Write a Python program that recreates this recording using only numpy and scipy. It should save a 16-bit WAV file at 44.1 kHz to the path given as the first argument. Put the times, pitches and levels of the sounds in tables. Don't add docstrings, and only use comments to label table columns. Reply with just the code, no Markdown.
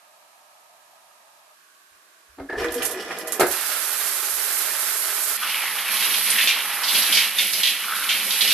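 import sys
import numpy as np
from scipy import signal
from scipy.fft import rfft, irfft, next_fast_len
from scipy.io import wavfile
from scipy.ndimage import uniform_filter1d

SR = 44100
rng = np.random.default_rng(int(sys.argv[2]) if len(sys.argv) > 2 else 0)


def unload_audio(sound):
    columns = np.transpose(np.atleast_2d(sound))
    steps = np.round(np.clip(columns, -1, 1) * 32767)
    wavfile.write(sys.argv[1], SR, steps.astype(np.int16))


N = 376173
TIME = np.arange(N) / SR

WINDOW_SPECTRUM = [(47, -64), (80, -32), (195, -26), (329, -21.5), (369, -22.5), (459, -20.5), (487, -22),
                   (615, -4), (835, -7.5), (911, -4.5), (1150, -9), (1260, -3), (1490, -19), (1630, -10),
                   (2600, -27), (3380, -43), (5720, -120)]
CUBICLE_SPECTRUM = [(88, -58), (150, -26), (167, -14.5), (200, -25), (326, -9), (525, -16), (551, -15),
                    (636, -4.5), (779, -11.5), (1020, -5), (1140, 3.5), (1270, -6), (1590, -0.5),
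                    (1860, -8), (2600, -25), (3380, -47), (5720, -120)]
HISS_SPECTRUM = [(1410, -23), (2400, 0), (3440, -4), (3910, -2.5), (5010, -5), (13000, -6)]
# [f/Hz, level/dB]
GUSH_SPECTRUM = [(70, -43), (140, -23), (170, -6.5), (200, -12), (500, 1.5), (900, -1), (1300, -2),
                 (1900, 2), (2600, -7), (3600, -26), (6000, -48)]
SPOUT_SPECTRUM = [(1800, -26), (2900, 6.5), (4300, -0.5), (5500, 3.5), (7000, -5), (10000, -5),
                  (13000, -8.5)]
RUMBLE_SPECTRUM = [(20, -18), (40, 7), (75, 11), (105, 7), (150, -25), (300, -40)]
# [f/Hz, level/dB]
THUD_SPECTRUM = [(24, -65), (40, -37), (234, -14.5), (371, 3), (647, -3), (712, 2), (886, -2.5),
                 (1020, -9.5), (1580, -2), (3190, -18), (4380, -14), (5570, -21), (7100, -39), (13000, -32)]
SPIT_SPECTRUM = [(1180, -11), (2000, -13), (2670, -13), (3980, -13), (7060, -5.5), (7630, -4), (8000, -6.5),
                 (11300, -0.5), (13000, -3.5)]
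# [f/Hz, level/dB]
WALL_PATTER_SPECTRUM = [(35, -64), (60, -34), (135, -38.5), (179, -25.5), (259, -23.5), (335, -15),
                        (411, -10.5), (504, -11.5), (618, -7), (716, -8.5), (928, -8), (1420, -0.5),
                        (2770, -6), (5000, -7.5), (6500, -17.5), (11000, -120)]
WALL_JET_SPECTRUM = [(2650, -24), (4500, -10), (6480, -6), (12500, 0.5), (13000, -1.5)]
# [f/Hz, level/dB]
DRUM_SPECTRUM = [(30, -32), (70, -26), (120, -14.5), (190, 3), (270, 0), (380, 1.5), (520, 2.5), (800, 2),
                 (1600, -40)]
WASH_SPECTRUM = [(70, -39), (250, -26), (480, -12), (640, -9.5), (880, -3), (1250, 0.5), (1700, 2),
                 (3000, -7.5), (6000, -42)]
SPLATTER_SPECTRUM = [(700, -76), (1300, -10), (2100, 4), (3200, 4), (4300, -3), (5600, -11), (7500, -13),
                     (13000, -11.5)]
HAIR_JET_SPECTRUM = [(100, -62), (2500, -8), (4500, 0.5), (7000, -6.5), (8800, -2.5), (10500, 5.5),
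                     (12000, 6.5), (13200, 1)]
FLARE_SPECTRUM = [(500, -50), (4000, -5), (7000, -12), (9800, 1), (13000, -10)]
# [f/Hz, level/dB]
SLAP_SPECTRUM = [(40, -62), (100, -38), (200, -29.5), (700, -24.5), (1400, -18), (2300, -1.5), (3000, 5),
                 (3800, 2.5), (5200, -8), (7500, -16), (13000, -24)]
# [f/Hz, left-right likeness, L-R level/dB]
AIR_IMAGE = [(200, 0.43, 3), (700, .62, -5), (1150, 0, 3), (1600, 0.003, -8.5), (2670, 0, -0.5),
             (5000, 0, -5), (13000, 0.048, -6)]
WALL_IMAGE = [(300, 0.99, 0), (905, 0.69, -0.5), (1400, 0.86, -1), (2300, 0.47, -2), (3300, 0.34, -6),
              (5500, 0.036, -7.5), (8050, 0.018, -8), (11800, 0, -11.5)]
HAIR_IMAGE = [(306, 1, 0), (1100, 0.87, -.5), (2570, 1, 0), (3750, 0.72, -4), (4320, 0.2, -7),
              (6400, 0.073, -8.5), (7900, 0.32, -2.5), (12300, 0.19, -7)]
# [f/Hz, width/Hz, relative level/dB]
PIPE_MODES = [(265, 30, -13), (328, 20, -2.5), (362, 28, -5), (423, 19, 1.5), (473, 6.1, 3.5),
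              (546, 23, -30), (616, 9.3, 1)]
# [f/Hz, relative level/dB, 60 dB decay time/s]
VALVE_MODES = [(179, -20.5, 0.48), (284.5, -5.5, 0.28), (366.6, 1.5, 0.25), (493, 0.5, 0.26),
               (592, -13, 0.1), (637, 3, 0.22), (720, -17, 0.075), (890, -8, 0.28), (1260, -4, 0.12),
               (1325, -8, 0.24), (1810, -16, 0.079), (2127, -5, 0.27)]
# [f/Hz, boost/dB before STANDING_LOSS_DB]
STANDING_MODES = [(212, 8.5), (290, 8), (372, 4), (413, 6), (634, 7), (831, 10), (900, 7.5), (1080, 8.5),
                  (1316, 7.5)]
# [t/s, peak level/dB, contact cut-off f/Hz]
KNOCKS = [(2.384, -38, 1200), (2.398, -33, 600), (2.497, -30, 2430), (2.528, -29, 600),
          (3.395, -16.5, 1510), (3.406, -13.5, 5950), (3.418, -19, 1180), (3.431, -20.5, 1490),
          (3.47, -32, 800)]
# [t/s, peak level/dB, pitch f/Hz]
TICKS = [(2.497, -42, 1850), (2.525, -40, 1710), (2.634, -40, 2300), (2.644, -25.5, 1680),
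         (2.684, -37, 3460), (2.741, -44, 2590), (2.82, -27, 2700), (3.109, -32, 2010)]
# [t/s, peak level/dB, time scale of the burst/s]
SPITS = [(2.72, -30, 0.0017), (2.74, -26.5, 0.0029), (2.82, -24, 0.011), (2.847, -19.5, 0.0075),
         (2.908, -28, 0.0059), (3.184, -30.5, 0.0022), (3.27, -29, .007), (3.321, -20.5, 0.001),
         (3.397, -19.5, 0.00095), (3.402, -20.5, 0.003), (3.466, -28, 0.0046), (3.51, -22, 0.006)]
# [t/s, length/s, mean f/Hz, level/dB]
GROANS = [(2.373, .11, 275.7, -37.5), (2.585, 0.068, 376, -30.5), (2.592, 0.14, 477, -27),
          (2.638, 0.075, 321, -32), (2.746, 0.055, 479, -26), (2.747, 0.076, 254, -37),
          (2.929, 0.097, 369, -34.5), (3.205, 0.13, 630, -39), (3.4, 0.083, 363, -23.5)]
# [t/s, rise above the even flow/dB]
SURGES = [(2.6, 8.5), (2.645, 4), (2.82, 8), (3.12, 6.5)]
# [t/s, level/dB]
BUMPS = [(1.925, -76), (2.3, -59), (2.405, -47), (2.575, -43), (3.41, -59), (3.475, -50)]
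# [t/s, level/dB, L-R level/dB]
STRIKE = [(5.39, -34.5, -6.0), (5.44, -31.5, -7), (5.87, -32.5, -7.5), (5.93, -27, -7), (6.44, -26, -6),
          (6.55, -31.5, -7.0), (6.65, -31, -6.0), (6.84, -31.5, -5.5), (6.97, -23, -5), (7.06, -26, -5),
          (7.12, -24, -5.0), (7.34, -34, -6), (7.42, -25.5, -7), (7.52, -31, -5.5), (7.59, -28, -3.5),
          (7.71, -29, -7), (7.77, -34, -6.5), (8.52, -25, -5.0)]
# [t/s, level/dB before WASH_DB is added]
STREAM = [(5.39, -43.5), (5.47, -38.5), (7.11, -38), (7.49, -47), (7.82, -45.5), (7.84, -44), (8.52, -43.5)]
# [t/s, length/s, first f/Hz, last f/Hz, level/dB]
HOLLOWS = [(5.406, .068, 1350, 1340, -28), (5.475, .29, 2800, 1620, -28.5), (5.846, 0.11, 2470, 2460, -27),
           (6.3, 0.2, 1950, 1850, -27), (7.779, 0.43, 1330, 1440, -31)]
# [t/s, peak level/dB, pitch f/Hz]
SLAPS = [(5.425, -27.5, 2690), (5.49, -27.5, 2780), (5.966, -27.5, 3770), (6.025, -24, 3020),
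         (6.138, -23.5, 3400), (6.384, -19, 2700), (6.409, -19.5, 3090), (6.472, -15.5, 2830),
         (6.834, -24.5, 3760), (6.88, -22.5, 3570), (6.946, -19.5, 3400), (7.02, -22, 3660),
         (7.124, -15.5, 3290), (7.149, -19, 4240), (7.171, -14, 2840), (7.384, -16, 2950),
         (7.532, -24, 4420), (7.632, -15.5, 3100), (7.65, -23, 3100), (7.67, -20.5, 2900),
         (8.089, -19, 2860), (8.306, -20.5, 3620), (8.408, -17, 3400), (8.476, -20, 3600),
         (8.503, -18.5, 3000)]

CUBICLE_S, RINSE_S = 1.55, 5.37
WINDOW_DB, CUBICLE_DB, HISS_DB = -58, -61, -58
CUBICLE_T60_S = 0.24
STANDING_WIDTH_HZ, STANDING_LOSS_DB = 5.4, -0.6
CUTOFF_HZ, PEAK_LIMIT = 13200, 0.8

TAP_OPEN_S, TAP_SHUT_S = 2.495, 3.42
RUSH_S, RUSH_RISE_S, RUSH_SETTLE_S = 2.6, 0.039, 0.17
GURGLE_DB, GURGLE_RUSH_DB = -40, 12
GUSH_DB, FIZZ_DB = -38, -44
SURGE_RISE_S, SURGE_FALL_S, FIZZ_FOLLOWS = 0.025, 0.055, 0.57
SING_HZ, SING_QUALITY = 1732, 12
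SING_DB, SING_OPENING_DB, SING_SETTLE_S = -50.5, 21, 0.23
SHUDDER_DB, SHUDDER_RUSH_DB, SHUDDER_SETTLE_S = -73, 30, 0.34
BUMP_RISE_S, BUMP_FALL_S, RUB_DB = 0.012, 0.042, -66.5

SPRAY_ON_S = 3.45
JET_DB, JET_RISE_S, JET_GROWTH_DB, JET_GROWTH_S = -23, 0.033, 3.5, 0.33
PATTER_DB, PATTER_RISE_S = -32, 0.091
JET_LEAN_DB, JET_LEAN_DB_PER_S = -13.5, 2

STRIKE_USUAL_DB = -29
HAIR_JET_DB, HAIR_JET_FOLLOWS = -25.5, 1.0
SPLATTER_DB, SPLATTER_FOLLOWS = -28.5, 0.82
DRUM_DB, DRUM_FOLLOWS = -51, 1.16
DRUM_GROWTH_DB_PER_S = 1.44
WASH_DB = 6
FLARE_S, FLARE_DB, FLARE_RISE_S, FLARE_FALL_S, FLARE_LEAN_DB = 6.305, -17.5, 0.006, 0.022, -5
SLAP_HZ, SLAP_LENGTH_S, SLAP_BIG_DB, SLAP_DOUBLING_DB = 3060, 0.0011, -14.5, 7


def amp(db):
    return 10 ** (np.asarray(db) / 20)


def rms_one(x):
    return x / np.sqrt(np.mean(np.atleast_2d(x).mean(axis=0) ** 2) + 1e-20)


def peak_one(x):
    power = np.atleast_2d(x).mean(axis=0) ** 2
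    return x / np.sqrt(uniform_filter1d(power, size=440).max())


def in_time(rows):
    s, *columns = np.transpose(rows)
    return [np.interp(TIME, s, column) for column in columns]


def since(s):
    return np.maximum(TIME - s, 0)


def between(start, end, fade_s):
    return np.clip(np.minimum(TIME - start, end - TIME) / fade_s + 0.5, 0, 1)


def swell(s, rise_s, fall_s):
    return np.exp(-(np.minimum(TIME - s, 0) / rise_s) ** 2 - since(s) / fall_s)


def arch(s, length_s):
    return np.sin(np.pi * np.clip((TIME - s) / length_s, 0, 1))


def drift(rate):
    step = 40
    r = np.exp(-2 * step * np.pi * rate / SR)
    slow = signal.lfilter([1], [1, -2 * r, r * r], rng.standard_normal(N // step + 2002))
    slow = slow[2000:]
    return np.interp(np.arange(N) / step, np.arange(len(slow)), rms_one(slow))


def resonator(hz, width_hz):
    r = np.exp(-np.pi * width_hz / SR)
    return (1 - r * r) / 2 * np.array([1, 0, -1]), [1, -2 * r * np.cos(2 * np.pi * hz / SR), r * r]


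def noise(size=N):
    return rng.standard_normal((2, size))


def drops(per_s, spread_db, wet_db):
    sizes = amp(spread_db * np.minimum(rng.exponential(1, (2, N)), 4)) * rng.choice([-1, 1], (2, N))
    clicks = sizes * (rng.random((2, N)) < per_s / SR)
    energy_decay = amp(-120 / (CUBICLE_T60_S * SR))
    energy = signal.lfilter([1], [1, -energy_decay], clicks ** 2 + 1e-18)
    return rms_one(clicks) + amp(wet_db) * rms_one(noise() * np.sqrt(energy))


def tint(pair, spectrum, image):
    size = next_fast_len(pair.shape[1], True)
    hz = np.arange(size // 2 + 1) * SR / size + 1

    def curves(table):
        table_hz, *columns = np.transpose(table)
        return [np.interp(np.log(hz), np.log(table_hz), column) for column in columns]

    level_db, = curves(spectrum)
    alike, lean_db = curves(image)
    alike, sides = np.clip(alike, -1, 1), np.array([[1], [-1]])
    below = np.minimum(hz / spectrum[0][0], 1)
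    gain = amp(level_db + sides * lean_db / 2) * below
    mid, side = rfft(pair, size)
    both = (np.sqrt(1 + alike) * mid + sides * np.sqrt(1 - alike) * side) * gain
    return rms_one(irfft(both, size)[:, :pair.shape[1]])


def steer(x, lean_db):
    gains = amp(np.array([[1], [-1]]) * lean_db / 2)
    return rms_one(x / x.std(axis=1, keepdims=True) * gains / np.hypot(*gains))


def near_walls(x, echo_db, count=10):
    lags = (rng.uniform(0.001, 0.011, count) * SR).astype(int)
    echoes = np.zeros_like(x)
    for lag, sign in zip(lags, rng.choice([-1, 1], count)):
        echoes[:, lag:] += sign * x[:, :-lag]
    return rms_one(x + amp(echo_db) * echoes / np.sqrt(count))


def standing_waves(x):
    rings = sum((amp(db) - 1) * signal.lfilter(*resonator(hz, STANDING_WIDTH_HZ), x + 1e-18)
                for hz, db in STANDING_MODES)
    return amp(STANDING_LOSS_DB) * (x + rings)


def glide(hz, quality):
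    source = drops(per_s=2000, spread_db=5.0, wet_db=-9.0)[0]
    out, state = np.zeros(N), np.zeros((2, 2))
    block = 256
    for i in range(0, N, block):
        section = np.concatenate(resonator(hz[i], hz[i] / quality))
        out[i:i + block], state = signal.sosfilt([section, section], source[i:i + block], zi=state)
    return rms_one(out / np.sqrt(hz))


def burst(spectrum, image, length_s, t60, direct_db):
    t = TIME[:SR // 2]
    age = t / max(length_s, 5e-4)
    clump = (age * np.exp(-age)) ** 2
    ring = signal.lfilter([1], [1, -amp(-120 / (t60 * SR))], clump) / clump.sum()
    impacts = rms_one(noise(len(t)) * (rng.random(len(t)) < 4000 / SR))
    direct = amp(direct_db) * impacts * np.sqrt(clump / clump.max())
    return peak_one(tint(direct + noise(len(t)) * np.sqrt(ring), spectrum, image))


def add(out, s, sound):
    at = int(s * SR)
    out[:, at:at + sound.shape[-1]] += sound[..., :N - at]


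def still_air():
    window = amp(WINDOW_DB) * tint(noise(), WINDOW_SPECTRUM, AIR_IMAGE) * between(-1, CUBICLE_S, 0.018)
    cubicle = amp(CUBICLE_DB) * tint(noise(), CUBICLE_SPECTRUM, AIR_IMAGE) * between(CUBICLE_S, 10, 0.02)
    return window + cubicle + amp(HISS_DB) * tint(noise(), HISS_SPECTRUM, AIR_IMAGE)


def shudder():
    rush = amp(SHUDDER_DB + SHUDDER_RUSH_DB * swell(RUSH_S, RUSH_RISE_S, SHUDDER_SETTLE_S))
    rush = rush * between(TAP_OPEN_S, TAP_SHUT_S, 0.014)
    bumps = sum(amp(db) * swell(s, BUMP_RISE_S, BUMP_FALL_S) for s, db in BUMPS)
    rub = amp(RUB_DB) * between(BUMPS[0][0], TAP_OPEN_S, 0.01) * tint(noise(), GUSH_SPECTRUM, WALL_IMAGE)
    return (rush + bumps) * tint(noise(), RUMBLE_SPECTRUM, HAIR_IMAGE) + rub


def ticks():
    out = np.zeros((2, N))
    for s, db, hz in TICKS:
        colour = [(hz / 2, -14), (hz, 0), (hz * 2, -22), (CUTOFF_HZ, -30)]
        add(out, s, amp(db) * burst(colour, WALL_IMAGE, length_s=0.00085, t60=0.11, direct_db=-4.0))
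    return out


def knocks():
    out, t = np.zeros((2, N)), TIME[:SR // 2]
    for s, db, hard_hz in KNOCKS:
        ring = np.zeros(len(t))
        for hz, level, t60 in VALVE_MODES:
            decay = amp(level + rng.normal(0, 0.8) - 60 * t / t60)
            ring += decay * np.sin(2 * np.pi * hz * t) * rng.choice([-1, 1])
        thud = burst(THUD_SPECTRUM, WALL_IMAGE, length_s=0.0027, t60=0.28, direct_db=0.5)
        contact = signal.butter(1, min(hard_hz, SR / 3), fs=SR)
        blow = signal.lfilter(*contact, peak_one(ring) + amp(4) * thud)
        add(out, s, amp(db) * peak_one(blow))
    return out


def spits():
    out = np.zeros((2, N))
    for s, db, length_s in SPITS:
        spit = burst(SPIT_SPECTRUM, WALL_IMAGE, length_s, t60=0.2, direct_db=-1.0)
        add(out, s, amp(db) * peak_one(near_walls(spit, echo_db=-13.0)))
    return out


def groans():
    waver = np.cumsum(1 + 0.00935 * drift(26.0)) / SR
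    return sum(amp(db) * arch(s, length_s) * np.sqrt(2) * np.sin(2 * np.pi * hz * waver)
               for s, length_s, hz, db in GROANS)


def tap():
    rush = swell(RUSH_S, RUSH_RISE_S, RUSH_SETTLE_S)
    surge_db = sum(db * swell(s, SURGE_RISE_S, SURGE_FALL_S) for s, db in SURGES)
    at_spout = np.clip(1 + (TIME - RUSH_S) / RUSH_RISE_S, 0, 1)

    slugs = drops(per_s=700, spread_db=2.0, wet_db=-1.5)[0]
    pipe = sum(signal.lfilter(*resonator(hz, width), slugs) * amp(db + 2 * drift(8))
               for hz, width, db in PIPE_MODES)
    pipe = signal.sosfilt(signal.butter(4, 220, "high", fs=SR, output="sos"), pipe)
    pipe = amp(GURGLE_DB + GURGLE_RUSH_DB * rush) * rms_one(pipe)

    gush = tint(drops(per_s=630, spread_db=3, wet_db=-1), GUSH_SPECTRUM, WALL_IMAGE)
    gush = amp(GUSH_DB + surge_db) * near_walls(gush, echo_db=-1)
    fizz = tint(drops(per_s=540, spread_db=6, wet_db=1), SPOUT_SPECTRUM, WALL_IMAGE)
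    fizz_db = FIZZ_DB + FIZZ_FOLLOWS * surge_db + 1.4 * drift(10)
    fizz = amp(fizz_db) * near_walls(fizz, echo_db=4)

    sing_db = SING_DB + SING_OPENING_DB * np.exp(-since(TAP_OPEN_S) / SING_SETTLE_S) + 1.6 * drift(20)
    sing = amp(sing_db) * glide(np.full(N, SING_HZ), SING_QUALITY)
    return (pipe + (gush + fizz) * at_spout + sing) * between(TAP_OPEN_S, TAP_SHUT_S, 0.016) + groans()


def spray_on_tiles():
    age = since(SPRAY_ON_S)
    patter = tint(drops(per_s=3000, spread_db=6.5, wet_db=6.0), WALL_PATTER_SPECTRUM, WALL_IMAGE)
    patter = amp(PATTER_DB + 0.3 * drift(3.6)) * standing_waves(patter)

    jet_db = JET_DB - JET_GROWTH_DB * np.exp(-age / JET_GROWTH_S)
    lean_db = JET_LEAN_DB + JET_LEAN_DB_PER_S * np.minimum(age, RINSE_S - SPRAY_ON_S)
    jet = tint(drops(per_s=9000, spread_db=2.5, wet_db=4), WALL_JET_SPECTRUM, WALL_IMAGE)
    jet = amp(jet_db + 0.72 * drift(22)) * steer(jet, lean_db)

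    spray = patter * np.minimum(age / PATTER_RISE_S, 1) + jet * np.minimum(age / JET_RISE_S, 1)
    return spray * between(SPRAY_ON_S, RINSE_S, 0.013)


def slaps():
    out = np.zeros((2, N))
    for s, db, hz in SLAPS:
        colour = [(f * hz / SLAP_HZ, level) for f, level in SLAP_SPECTRUM]
        length_s = SLAP_LENGTH_S * 2 ** ((SLAP_BIG_DB - db) / SLAP_DOUBLING_DB)
        slap = burst(colour, HAIR_IMAGE, length_s, t60=0.4, direct_db=1.5)
        add(out, s, amp(db) * peak_one(near_walls(slap, echo_db=-3)))
    return out


def hollows():
    pitch_points = []
    for s, length_s, first_hz, last_hz, _ in HOLLOWS:
        pitch_points += [(s, first_hz), (s + length_s, last_hz)]
    hz, = in_time(pitch_points)
    opening = sum(amp(db) * arch(s, length_s) for s, length_s, _, _, db in HOLLOWS)
    return opening * glide(hz, quality=2.75)


def spray_on_hair():
    hiss_db, lean_db = in_time(STRIKE)
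    strike_db = hiss_db - STRIKE_USUAL_DB

    drum = tint(drops(per_s=690, spread_db=3.5, wet_db=0.5), DRUM_SPECTRUM, HAIR_IMAGE)
    drum_db = DRUM_DB + DRUM_FOLLOWS * strike_db + DRUM_GROWTH_DB_PER_S * since(RINSE_S)
    drum = amp(drum_db + 1.4 * drift(13)) * drum

    wash = tint(drops(per_s=1200, spread_db=3, wet_db=5.5), WASH_SPECTRUM, HAIR_IMAGE)
    wash = amp(WASH_DB + in_time(STREAM)[0] + 1.0 * drift(14)) * wash

    splatter = tint(drops(per_s=550, spread_db=4.5, wet_db=5), SPLATTER_SPECTRUM, HAIR_IMAGE)
    splatter_db = SPLATTER_DB + SPLATTER_FOLLOWS * strike_db + 0.27 * drift(8.3)
    splatter = amp(splatter_db) * near_walls(splatter, echo_db=-9)

    jet = tint(drops(per_s=6000, spread_db=3.0, wet_db=7), HAIR_JET_SPECTRUM, HAIR_IMAGE)
    jet = steer(near_walls(jet, echo_db=-5), lean_db)
    hiss = amp(HAIR_JET_DB + HAIR_JET_FOLLOWS * strike_db + 1.0 * drift(23)) * jet

    flare = steer(tint(noise(), FLARE_SPECTRUM, HAIR_IMAGE), FLARE_LEAN_DB)
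    flare = amp(FLARE_DB) * swell(FLARE_S, FLARE_RISE_S, FLARE_FALL_S) * flare

    resonant = standing_waves(drum + wash + hollows())
    return (resonant + splatter + hiss + flare) * between(RINSE_S, 10, 0.018)


def scene():
    plumbing = tap() + shudder() + knocks() + ticks() + spits()
    return still_air() + plumbing + spray_on_tiles() + slaps() + spray_on_hair()


def record(dry):
    rounded = dry / (1 + (dry / PEAK_LIMIT) ** 6) ** (1 / 6)
    return signal.sosfilt(signal.ellip(12, 0.1, 80, CUTOFF_HZ, fs=SR, output="sos"), rounded)


dry = scene()
out = record(dry)
unload_audio(out)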